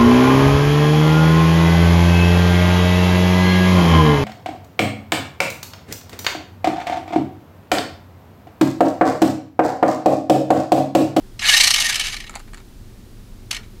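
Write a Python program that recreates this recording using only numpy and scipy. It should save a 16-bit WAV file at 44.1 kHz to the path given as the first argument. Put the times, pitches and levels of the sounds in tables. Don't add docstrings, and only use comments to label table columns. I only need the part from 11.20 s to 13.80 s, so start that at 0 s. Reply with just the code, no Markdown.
import sys
import numpy as np
from scipy import signal
from scipy.fft import rfft, irfft
from scipy.io import wavfile
from scipy.ndimage import map_coordinates

SR = 44100
rng = np.random.default_rng(int(sys.argv[2]) if len(sys.argv) > 2 else 0)


def makeup_ratio(level_db):
    decades = np.asarray(level_db, float) / 20
    return 10 ** decades


def file_out(sig):
    cols = np.atleast_2d(sig).T
    lim = np.clip(cols, -1, 1)
    pcm = np.round(lim * 32767).astype(np.int16)
    wavfile.write(sys.argv[1], SR, pcm)


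N = 114660

PIVOT_HZ = 3324
EDGE_HZ = 1990


def level(x, db=0):
    return x * makeup_ratio(db) / np.sqrt(np.mean(x ** 2))


def ring(x, hz, width):
    return signal.lfilter(*signal.iirpeak(hz, hz / width, fs=SR), x)


def colour(x, points):
    hz, db = np.array(points).T
    f = np.fft.rfftfreq(8192, 1 / SR) + 1
    log_gain = np.interp(np.log(f), np.log(hz), db) * np.log(10) / 20
    cepstrum = irfft(log_gain)
    cepstrum[1:4096] *= 2
    cepstrum[4097:] = 0
    impulse = irfft(np.exp(rfft(cepstrum)))
    return signal.fftconvolve(x, impulse)[:len(x)]


def walk(rate):
    at = np.arange(N) * rate / SR
    return 0.77 * map_coordinates(rng.standard_normal(2000), [at], order=1)


def tilt(bright_db, hz):
    return makeup_ratio(bright_db * np.log2(max(hz, EDGE_HZ) / PIVOT_HZ))


def office():
    # (frequency [Hz], density [dB per Hz])
    rumble = [(12, -25.5), (20, -7), (38, -3), (55, -13.5), (113, -7), (146, -24.5), (210, -13), (558, -35),
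              (16000, -46.5)]
    # (frequency [Hz], width [Hz], level [dB])
    fan = [(25.2, 5.5, -41), (109.3, 21, -53), (196, 36, -58), (365, 57, -56.5)]
    # (frequency [Hz], width [Hz], level [dB])
    hiss = (4200, 2500, -62.5)
    out = level(colour(rng.standard_normal(N), rumble), -42)
    for hz, width, db in [*fan, hiss]:
        out = out + level(ring(rng.standard_normal(N), hz, width), db)
    return out


def room(x):
    t60_s, tail_db, dull_hz = 0.22, -16, 5000
    t = np.arange(SR // 2) / SR
    tail = rng.standard_normal(len(t)) * makeup_ratio(-60 * t / t60_s) * (t > .003)
    tail = signal.lfilter(*signal.butter(1, dull_hz, fs=SR), tail)
    return signal.fftconvolve(x, tail * makeup_ratio(tail_db) / np.sqrt(np.sum(tail ** 2)))[:N]


def ticks():
    teeth_per_s, scatter_db, biggest_db, grit_db = 2500, 3.0, 11, -2.5
    gaps, sizes = rng.random((2, 20000))
    at = (np.cumsum(.5 + gaps) * SR / teeth_per_s).astype(int)
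    x = np.zeros(at[-1] + N)
    x[at] = makeup_ratio(np.minimum(-scatter_db * np.log(sizes), biggest_db))
    x = x[:N] - x[:N].mean()
    return level(x) + level(rng.standard_normal(N), grit_db)


def body(drive, push, modes, shell_db, wander_db):
    # (frequency [Hz], density [dB per Hz])
    shell_spectrum = [(290, -71.5), (500, -39), (678, -10.5), (1570, -4), (1790, 3), (2500, -5), (3750, 0),
                      (11600, -15.5), (16000, -15.5)]
    wander_per_s, top_hz = 35, 12900
    norm = np.sqrt(sum(makeup_ratio(db) ** 2 * width * np.pi / SR for _, width, db in modes))
    out = np.zeros(N)
    for k, (hz, width, db) in enumerate(modes):
        force = drive * push(hz) * makeup_ratio(wander_db * walk(wander_per_s))
        out += (-1) ** k * makeup_ratio(db) / norm * ring(force, hz, width)

    shell = level(colour(drive, shell_spectrum), shell_db)
    low = signal.lfilter(*signal.butter(1, PIVOT_HZ, fs=SR), shell)
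    wide = signal.lfilter(*signal.butter(1, PIVOT_HZ * 2.4, fs=SR), shell)
    out += low * push(PIVOT_HZ / 2)
    out += (wide - low) * push(PIVOT_HZ * 0.91)
    out += (shell - wide) * push(PIVOT_HZ * 3.3)
    return signal.sosfilt(signal.butter(4, top_hz, fs=SR, output="sos"), out)


def axle(t):
    # (start [s], level [dB], brightness [dB per octave], decay [s])
    knocks = [(1.095, -30, -1.5, 0.0032), (1.107, -36, -1, .002), (1.114, -50, -10, 0.0066),
              (1.13, -45, -9, 0.0023), (1.140, -35, -6, 0.0023), (1.147, -41, -10, 0.0042),
              (1.154, -23, 2.5, 0.0011), (1.158, -27, -3.5, 0.0033), (1.167, -39.5, -6.5, 0.0054),
              (1.173, -48, 0, 0.0018), (1.195, -45, 1, 0.0016), (1.199, -39.5, -4.5, 0.0048),
              (1.277, -54, -10, 0.012), (1.333, -40, -5.5, 0.006), (1.344, -37, -1.5, 0.0045),
              (1.373, -42, -2, 0.0017), (1.378, -44, -6, 0.0096), (1.402, -48.5, -5, 0.0036),
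              (2.328, -38.5, -8.5, 0.013), (2.371, -49, -9, .03)]
    # (frequency [Hz], width [Hz], level [dB])
    axle_modes = [(820, 280, -3), (1370, 160, 1.5), (1900, 120, -3.5), (2230, 194, -1.5), (3000, 285, -15),
                  (4480, 580, -4.5), (7110, 860, -6), (10600, 3200, -14.5)]
    start, db, bright, decay = np.array(knocks).T
    since = t - start[:, None]
    shape = (since > 0) * np.exp(-np.maximum(since, 0) / decay[:, None])

    def push(hz):
        return 1.35 * makeup_ratio(db) * tilt(bright, hz) @ shape

    return body(ticks(), push, axle_modes, shell_db=-7, wander_db=2.4)


def sings(t):
    # (centre [s], length [s], frequency [Hz], level [dB])
    tones = [(0.246, .045, 1690, -24.5), (0.293, 0.019, 2880, -11), (0.3, 0.038, 2190, -19),
             (0.323, 0.03, 1690, -17), (0.338, 0.015, 3680, -13), (0.347, 0.039, 1830, -15),
             (0.37, 0.018, 2900, -13.5), (0.379, 0.022, 3820, -16), (.410, 0.015, 2150, -17.5),
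             (.374, .018, 11870, -26), (0.442, 0.03, 2270, -18), (0.586, 0.018, 2200, -18.5),
             (0.616, 0.023, 2950, -20.5), (.660, 0.059, 1850, -27), (0.708, .03, 1670, -26),
             (0.803, .016, 2240, -25.5)]
    wobble, flutter_db = 0.0053, 3
    centre, length, hz, db = np.array(tones).T[:, :, None]
    swell = np.cos(np.pi * np.clip((t - centre) / length / 1.27, -.5, .5)) ** 2
    clock = np.cumsum(1 + wobble * walk(150.2)) / SR
    waves = np.sin(2 * np.pi * (hz * clock + rng.random((len(hz), 1))))
    return np.sqrt(2) * (makeup_ratio(db) * swell * waves).sum(axis=0) * makeup_ratio(flutter_db * walk(400))


def gears(t):
    # (time [s], level [dB], brightness [dB per octave])
    spin = [(.205, -40, 1.5), (.225, -26.5, -3), (.26, -17.5, -3), (.32, -21, 2.5), (.45, -20, 0.5),
            (.53, -27.5, 2), (.7, -28.5, -3), (.9, -30, -2), (1.0, -47, 0.5), (1.12, -56.5, -6.5),
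            (1.24, -63, -1)]
    # (start [s], length [s], level [dB], brightness [dB
    # per octave], favoured frequency [Hz])
    binds = [(0.217, 0.0081, -25, -9, 3800), (0.248, 0.012, -21.5, -2.5, 1720),
             (0.27, 0.014, -21.5, -7, 6400), (.283, 0.02, -13.5, 0, 2870),
             (0.309, 0.023, -18.5, -0.5, 1750), (0.329, 0.02, -14, -1.5, 3970),
             (0.362, 0.018, -11, 0, 4100), (0.396, 0.018, -12, 0, 3800), (0.429, .016, -13.5, 1.5, 2230),
             (0.467, .012, -12, 0, 4200), (0.502, .011, -13.5, 1, 3860), (0.535, 0.012, -14.5, 0.5, 4200),
             (0.556, 0.01, -15.5, 0, 3130), (0.576, 0.014, -17.5, -1.5, 2230),
             (0.594, 0.016, -18.5, 2, 3130), (0.612, 0.012, -19.5, 0.5, 3000),
             (0.637, 0.025, -21, 0.5, 1850), (0.664, 0.0042, -17, 0.5, 1850), (0.678, 0.031, -22, 2, 1700),
             (0.719, 0.011, -23, -1, 2250), (0.74, 0.0053, -20.5, 0.5, 3000),
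             (0.753, 0.0057, -18.5, 1, 4750), (0.794, 0.0035, -17.5, 1, 2240), (0.805, 0.013, -27, 0, 3000),
             (0.834, 0.027, -27, -1, 2400), (0.864, 0.0071, -22, 0, 2400), (0.876, 0.01, -29, -1, 2300),
             (0.922, .011, -26.5, -2.5, 1900), (.939, 0.0085, -29, -2.5, 3000),
             (0.964, 0.002, -25.5, -1, 2300),
             (0.191, 0.0036, -24.5, -2, 4890), (1, 0.0049, -30, -2, 2260), (1.02, 0.00292, -39, -4.5, 3000),
             (1.037, .005, -35, -5.5, 1900), (1.063, .006, -38.5, -5.5, 2800),
             (1.074, 0.00325, -38.5, -6, 2900), (2.307, 0.0063, -19, 0, 4940),
             (2.326, 0.0027, -26.5, 2, 2250), (2.344, 0.0046, -25.5, -0.5, 3560),
             (2.364, .001, -23, -1.5, 1850), (2.316, 0.054, -37.5, -2.5, 2260),
             (2.374, 0.023, -55, 3, 2180), (2.424, 0.025, -54, -7, 2260)]
    # (frequency [Hz], width [Hz], level [dB])
    chassis = [(722, 167, -14.5), (1201, 68, -11), (1757, 64, -1.5), (1850, 46.6, 0.5), (2230, 126, -5.5),
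               (2870, 376, -1.5), (3870, 93, -9), (4200, 294, -1.5), (4750, 310, -11), (5164, 203, -4),
               (6237, 530, -10), (7660, 167, -7), (9040, 1500, -20.5), (12370, 400, -16.5)]
    rise_s, rise_share, fall_s = 0.002, 0.31, 0.0026
    favour_db, favour_oct = 4, 0.12
    rattle_db, rattle_per_s = 2, 270

    s, spin_db, spin_bright = np.array(spin).T
    free = makeup_ratio(np.interp(t, s, spin_db, left=-120, right=-120))
    free_bright = np.interp(t, s, spin_bright)

    start, length, db, bright, favoured = np.array(binds).T
    since = t - start[:, None]
    rise = np.clip(since / (rise_s + rise_share * length[:, None]), 0, 1) ** 2
    fall = np.exp(-np.maximum(since - length[:, None], 0) / fall_s)
    shape = rise * fall

    def push(hz):
        favour = favour_db * np.exp(-(np.log2(hz / favoured) / favour_oct) ** 2)
        gain = makeup_ratio(db + favour) * tilt(bright, hz)
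        return np.sqrt(gain ** 2 @ shape + (free * tilt(free_bright, hz)) ** 2)

    drive = ticks() * makeup_ratio(rattle_db * walk(rattle_per_s))
    return body(drive, push, chassis, shell_db=-1.5, wander_db=2.5)


def scene():
    t = np.arange(N) / SR
    rattle = gears(t)
    lows = signal.sosfiltfilt(signal.butter(10, EDGE_HZ, fs=SR, output="sos"), rattle)
    rattle = rattle - (1 - makeup_ratio(-1.5)) * lows
    truck = rattle + axle(t) + sings(t)
    return (truck + room(truck) + office())[None]


def roll_off(x):
    return signal.sosfilt(signal.butter(12, 16420, fs=SR, output="sos"), x)


def record(dry):
    mic_hz = 15550
    rounded = dry / (1 + dry ** 6) ** (1 / 6)
    heard = .96 * signal.sosfilt(signal.ellip(8, .2, 60, mic_hz, fs=SR, output="sos"), rounded)
    return roll_off(heard)


dry = scene()
out = record(dry)
file_out(out)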